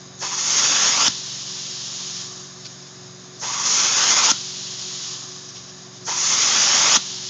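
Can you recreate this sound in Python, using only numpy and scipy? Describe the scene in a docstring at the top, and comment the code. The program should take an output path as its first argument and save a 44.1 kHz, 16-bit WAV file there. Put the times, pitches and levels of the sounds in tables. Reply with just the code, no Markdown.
"""A hand-held upholstery cleaner is worked over a sofa cushion in three strokes, close to a mono microphone.
Each time the nozzle lifts, air gulps in, then turbulent air and spray roar through it; slugs of water slurp.
It seals again with a soft thud as the air column stops, and is drawn along with a thin suction hiss.
Pump and fan hum throughout, the motor speeding up slightly while the air flows freely."""
import sys
import numpy as np
from scipy import signal
from scipy.fft import rfft, irfft, next_fast_len
from scipy.io import wavfile
from scipy.ndimage import map_coordinates

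SR = 44100
rng = np.random.default_rng(int(sys.argv[2]) if len(sys.argv) > 2 else 0)


def inscribe(sig):
    """Save sig as 16-bit PCM at rate SR to the path in sys.argv[1].

    A 1-D sig is mono; a 2-D sig holds one channel per row.
    Samples are clipped to [-1, 1] before scaling.
    """
    pcm = np.round(np.clip(np.atleast_2d(sig).T, -1, 1) * 32767)
    wavfile.write(sys.argv[1], SR, pcm.astype(np.int16))


N = 321657
TIME = np.arange(N) / SR

# Strokes: the nozzle lifts, swings toward the listener, seals, is drawn along and eases off.
# lift_s, swing_s, seal_s, rush_db, smack_db, push_db, draw_s, ease_s, hollow_growth_db_per_s
STROKES = [(0.180, 0.38, 1.081, -0.5, -12, -37, 1.14, 0.48, 15.5),
           (3.386, 3.63, 4.3155, 0.2, -10.5, -43, 0.83, 0.62, 19.5),
           (6.038, 6.175, 6.970, 0.6, -22, -52, 1.0, 0.6, 15.5)]
# Spectrum of water sucked into the nozzle: frequency_hz, level_db
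WET_SPECTRUM = [(400, -39), (1800, -12), (3300, -3), (4200, -7.5), (5400, 8.5), (7000, -5)]
PEEL_S, SHUT_S = 0.048, 0.004  # the seal peels open over a moment and shuts almost at once


def gain_of(db):
    """Amplitude ratio of a level in decibels."""
    return 10 ** (np.asarray(db) / 20)


def unit_rms(x):
    """Normalisation to unit mean power."""
    return x / np.sqrt(np.mean(x ** 2) + 1e-20)


def since(s):
    """Seconds elapsed since a moment, zero before it."""
    return np.maximum(TIME - s, 0)


def swell(crest_s, half_s, db=0):
    """Gaussian envelope, down to 1/e at half_s either side of its crest."""
    return gain_of(db) * np.exp(-((TIME - crest_s) / half_s) ** 2)


def coloured(x, spectrum):
    """Zero-phase filtering by a spectrum interpolated over log frequency."""
    hz, db = np.transpose(spectrum)
    size = next_fast_len(N + 4096)
    curve_db = np.interp(np.log(np.fft.rfftfreq(size, 1 / SR) + 1), np.log(hz), db)
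    return irfft(rfft(x, size) * gain_of(curve_db), size)[:N]


def noise(spectrum):
    """Spectrally shaped Gaussian noise of unit power."""
    return unit_rms(coloured(rng.standard_normal(N), spectrum))


def wander(rate_hz):
    """Random modulation: low-passed noise of unit power."""
    size = next_fast_len(N)
    hz = np.fft.rfftfreq(size, 1 / SR)
    spectrum = rfft(rng.standard_normal(size)) / (1 + (hz / rate_hz) ** 4)
    return unit_rms(irfft(spectrum, size)[:N])


def resonate(x, hz, width_hz, stages=1):
    """Damped resonance of unit gain per stage, centred on a steady or gliding frequency."""
    turn = np.exp(2j * np.pi * np.cumsum(hz * np.ones(N)) / SR)
    pole = np.exp(-np.pi * width_hz / SR)
    for _ in range(stages):
        x = 2 * (turn * signal.lfilter([1 - pole], [1, -pole], x / turn)).real
    return x


def cavity(modes):
    """Turbulence excites the normal modes of a cavity."""
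    total = 0
    for hz, width_hz, db in modes:
        mode = resonate(rng.standard_normal(N), hz, 1.7 * width_hz, stages=2)  # cascading narrows it
        total += gain_of(db) * unit_rms(mode)
    return unit_rms(total)


def spatter(grain_db, surge_db):
    """Amplitude modulation: water breaks the air stream into fast grains and slower surges."""
    return unit_rms(gain_of(grain_db * wander(360) + surge_db * wander(24)))


def opening(lift_s, seal_s, rise_s):
    """The mouth as a valve, 0-1: it opens linearly and shuts exponentially."""
    return np.minimum(since(lift_s) / rise_s, 1) * np.exp(-since(seal_s) / SHUT_S)


def airflow():
    """Free flow follows the valve opening through all strokes, 0-1."""
    return sum(opening(lift_s, seal_s, PEEL_S) for lift_s, _, seal_s, *_ in STROKES)


def motor_and_fan():
    """Rotation gives tones whose pitch follows the airflow, lagged by inertia; fan turbulence rushes."""
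    # Tones of motor and pump: pitch_hz, level_db
    motor_tones = [(46.4, -92.5), (70, -74.5), (92.7, -69.5), (116, -61), (118.4, -55), (140.4, -51),
                   (162, -63.5), (185.2, -51.5), (208.5, -69), (234, -61), (257, -61.5), (280, -63.5),
                   (302, -63), (327, -69.5), (349, -71.5), (370.4, -51.5), (417, -65.5)]
    # Spectrum of the fan: frequency_hz, level_db
    fan_spectrum = [(38, -55), (60, -13.5), (130, 0.5), (250, -5), (400, -6), (500, -2.5), (730, -1),
                    (880, -7.5), (1250, -7.5), (1480, -5), (1850, -6.5), (2300, -9.5), (3000, -13),
                    (7000, -9.5)]
    full_swing_percent, inertia_s = 4.7, 2.0
    flow = airflow()
    step = 1 / (inertia_s * SR)
    speed_percent = full_swing_percent * signal.lfilter([step], [1, step - 1], flow - flow.mean())
    clock = np.cumsum(1 + (speed_percent + 0.2 * wander(7.9)) / 100) / SR
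    hum = 0
    for hz, db in motor_tones:
        waver_db = 0.6 + hz / 170  # higher tones waver more
        tone = np.sin(2 * np.pi * (hz * clock + rng.random()))
        hum += gain_of(db) * unit_rms(tone * gain_of(waver_db * wander(8.8)))
    return hum + gain_of(-45.0) * noise(fan_spectrum)


def open_nozzle():
    """Turbulent air and spray sound the mouth's resonances; the cushion's echo comb-filters them."""
    # Spectrum of the inrushing air: frequency_hz, level_db
    roar_spectrum = [(45, -48.5), (120, -32.5), (220, -0.5), (320, -8), (740, -4), (1000, -6.5), (1650, 1),
                     (2300, -0.5), (2850, 1), (3500, 4), (4100, -2.5), (5000, 5.5), (7000, -10)]
    # Spectrum of the spray: frequency_hz, level_db
    spray_spectrum = [(2500, -36.5), (4200, -4.5), (4900, -2), (5550, 4), (6000, 4.5), (6550, 6.5),
                      (7000, 4), (9000, -6.5)]
    # Turbulence driving the mouth's hollow tone: frequency_hz, level_db
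    mouth_spectrum = [(500, -14.5), (740, -5), (860, -1), (1400, 0), (2200, -3.5)]
    # Resonances of the open nozzle: pitch_hz, width_hz, level_db
    nozzle_modes = [(873, 79, -3), (1061, 136, -3.5), (1350, 63, -4.5), (2110, 130, -3.5), (2557, 110, -3),
                    (3386, 510, 4)]
    air_lag_s, swing_width_s, approach_s, pinch_s = 0.022, 0.026, 0.18, 0.06
    low_hz, high_hz, fill_s = 820.0, 1180.0, 0.22  # the hollow tone rises as the wand fills with air
    contact_ms, contact_reflection = 0.4, 0.47

    spray, roar, hollow = np.zeros((3, N))
    mouth_hz, delay_ms = np.full(N, low_hz), np.full(N, contact_ms)
    for lift_s, swing_s, seal_s, rush_db, *_, growth_db_per_s in STROKES:
        age_s = np.minimum(since(lift_s), seal_s - lift_s)
        left_s = np.maximum(seal_s - TIME, 0)
        swung = 0.5 + 0.5 * np.tanh((TIME - swing_s) / (2 * swing_width_s))
        near = 1 - np.exp(-since(swing_s - swing_width_s) / approach_s)
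        pinch = np.exp(-(left_s / pinch_s) ** 2)  # the narrowing gap speeds the air up
        inflow = opening(lift_s + air_lag_s, seal_s, rise_s=0.034)
        spray += opening(lift_s, seal_s, PEEL_S) * gain_of(rush_db - 26.5 + 9.4 * swung + 2.2 * pinch)
        roar += inflow * gain_of(rush_db - 34.2 + 11.2 * near + 2.0 * pinch)
        hollow += inflow * gain_of(rush_db - 31.2 - 5.6 * swung + growth_db_per_s * age_s) * (1 - pinch)
        rising_hz = high_hz + (low_hz - high_hz) * np.exp(-age_s / fill_s)
        mouth_hz = np.where(age_s > 0, rising_hz, mouth_hz)
        # the echo path shortens as the cushion comes near
        delay_ms = np.where(age_s > 0, contact_ms + 1.1 * left_s ** 0.7, delay_ms)

    mouth = unit_rms(resonate(noise(mouth_spectrum), mouth_hz, width_hz=430, stages=2))
    air = roar * (gain_of(2.0) * noise(roar_spectrum) + gain_of(-5.0) * cavity(nozzle_modes))
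    air += gain_of(-5.5) * hollow * mouth * spatter(grain_db=0.3, surge_db=2.1)
    jet = (air + spray * noise(spray_spectrum)) * spatter(grain_db=0.47, surge_db=0.6)
    throb_hz = 15.5 + 1.59 * wander(4.14)  # water shudders in the hose
    throb = np.sin(2 * np.pi * np.cumsum(throb_hz) / SR)
    jet *= gain_of(0.7 * throb + 0.6 * wander(7))
    delay_ms *= 1 + 0.04 * wander(6)  # the hand is unsteady
    echo = map_coordinates(jet, [np.arange(N) - delay_ms * SR / 1000], order=3)
    return jet - contact_reflection * contact_ms / delay_ms * echo


def gulps():
    """Pressure equalisation: air gulps into the emptied wand just after the seal breaks."""
    # Spectrum of the gulp: frequency_hz, level_db
    gulp_spectrum = [(300, -17.5), (470, -1.5), (600, -4.5), (850, -0.5), (1400, -3.5), (1900, -5),
                     (2600, -16)]
    envelope = sum(swell(lift_s + 0.052, half_s=0.016, db=-30) for lift_s, *_ in STROKES)
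    return envelope * noise(gulp_spectrum)


def slurps():
    """Two-phase flow: each slug of water gives a swell of grainy hiss around its own resonance."""
    # Slugs of water sucked in: crest_s, level_db, half_length_s, pitch_hz
    slugs = [(0.585, -20, 0.04, 6300), (2.661, -29.5, 0.011, 4600), (2.829, -40.5, 0.0092, 5600),
             (3.74, -22, 0.03, 6400), (4.11, -20.5, 0.045, 6400), (5.494, -36, .011, 6000),
             (5.569, -35.5, 0.014, 3400), (5.693, -39, 0.017, 5600), (6.609, -18, 0.012, 6500),
             (6.678, -17.5, .025, 5400), (6.79, -21, .05, 5800)]
    grain = spatter(grain_db=2.5, surge_db=0.5)
    hiss, turbulence = noise(WET_SPECTRUM), rng.standard_normal(N)
    water = 0
    for crest_s, db, half_s, hz in slugs:
        ring = unit_rms(resonate(turbulence, hz, width_hz=900))
        water += swell(crest_s, half_s, db) * (gain_of(-3) * hiss + gain_of(-4) * ring)
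    return grain * water


def damped_tone(age_s, hz, rise_s):
    """Transient response of a resonator, its envelope peaking at rise_s."""
    return np.sin(2 * np.pi * hz * age_s) * age_s / rise_s * np.exp(1 - age_s / rise_s)


def seal_thuds():
    """Stopping the air column makes a pressure transient: a wet smack and three damped tones."""
    smack, knock = np.zeros((2, N))
    for _, _, seal_s, _, smack_db, push_db, *_ in STROKES:
        age_s = since(seal_s)
        smack += gain_of(smack_db) * (age_s > 0) * np.exp(-age_s / 0.002)
        knock += gain_of(smack_db + 9.5) * damped_tone(age_s, hz=5200, rise_s=0.00025)  # snap
        knock += gain_of(-23.5) * damped_tone(age_s, hz=238, rise_s=0.0026)  # thud in the wand
        knock += gain_of(push_db) * damped_tone(age_s, hz=90, rise_s=0.005)  # push into the cushion
    return smack * noise(WET_SPECTRUM) + knock


def sealed_nozzle():
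    """Flow noise: air forced through the weave and under the rim hisses and excites the wand's modes."""
    # Spectrum of the suction hiss: frequency_hz, level_db
    suction_spectrum = [(1500, -25), (3000, -12), (3600, -12.5), (4300, -6.5), (5000, 2), (5600, 2.5),
                        (6200, 2), (6800, 3), (9000, -6.5)]
    # Spectrum of air passing through the cloth: frequency_hz, level_db
    weave_spectrum = [(300, -47), (900, -9), (1400, -11.5), (1850, -9.5), (2400, -10.5), (3050, 0.5),
                      (3600, 3), (4400, 2), (5500, -2.5), (7000, -14)]
    # Resonances of the sealed wand: pitch_hz, width_hz, level_db
    wand_modes = [(1118, 190, -3.5), (1730, 100, -10.5), (3630, 190, -4), (3900, 160, -4), (5000, 370, 0),
                  (6580, 380, 3)]
    settle_db, settle_s, let_go_s = 5.5, 0.07, 0.07

    eased, released = np.ones((2, N))
    loose, edge, leak = np.zeros((3, N))
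    for _, _, seal_s, _, _, _, draw_s, ease_s, _ in STROKES:
        down, end_s = TIME > seal_s, seal_s + draw_s
        loose += down * np.exp(-since(seal_s) / settle_s)  # extra air until the cloth is sucked tight
        # after the draw the flow eases slowly, while the weave lets go quickly
        eased = np.where(down, 1 - np.exp(-since(end_s) / ease_s), eased)
        released = np.where(down, 1 - np.exp(-since(end_s) / let_go_s), released)
        # the rim leaks as it crosses the cushion's edge
        edge += swell(end_s - 0.16, half_s=0.24)
        leak += swell(end_s, half_s=0.33)

    suction = gain_of(-33.1 - 14.0 * eased - 2.8 * released + 0.3 * settle_db * loose + 0.6 * edge)
    weave = gain_of(-38.2 - 10 * eased - 8.5 * released + settle_db * loose)
    hiss = gain_of(2.7) * suction * noise(suction_spectrum)
    hiss += gain_of(2.3) * weave * noise(weave_spectrum)
    hiss *= gain_of(1.5 * eased * wander(14))  # at rest, water flutters in the mouth
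    singing = gain_of(-47.0 + 5.5 * leak) * cavity(wand_modes)
    return (1 - airflow()) * (hiss + singing) * spatter(grain_db=0.5, surge_db=0.5)


def room(x, t60_s, wet_db):
    """Diffuse reverberation: soft furnishings absorb the reflections in a short exponential tail."""
    t = np.arange(SR // 2) / SR
    tail = rng.standard_normal(len(t)) * gain_of(-60 * t / t60_s) * (t > 0.004)
    return x + gain_of(wet_db) * signal.fftconvolve(x, tail / np.linalg.norm(tail))[:N]


def scene():
    """Superposition of the reverberant nozzle and the machine's hum, alike in both channels."""
    nozzle = open_nozzle() + sealed_nozzle() + slurps() + seal_thuds() + gulps()
    mono = room(nozzle, t60_s=0.16, wet_db=-12) + motor_and_fan()
    return np.array([mono, mono])


def record(dry):
    """Band limiting and clipping: a narrow-band microphone flattens the top peaks, then a low-pass."""
    # Response of the microphone: frequency_hz, gain_db
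    microphone_response = [(25, -19), (60, 0), (6850, 0), (7200, -6.5), (7600, -19.5), (8000, -29.5),
                           (8850, -25), (9400, -60.5)]
    clip_level, cutoff_hz = 0.72, 15650
    heard = np.array([coloured(channel, microphone_response) for channel in dry])
    heard = np.clip(heard, -clip_level, clip_level)
    low_pass = signal.firwin(511, cutoff_hz, window=("kaiser", 9), fs=SR)
    return signal.oaconvolve(heard, low_pass[None], "same")


dry = scene()
out = record(dry)
inscribe(out)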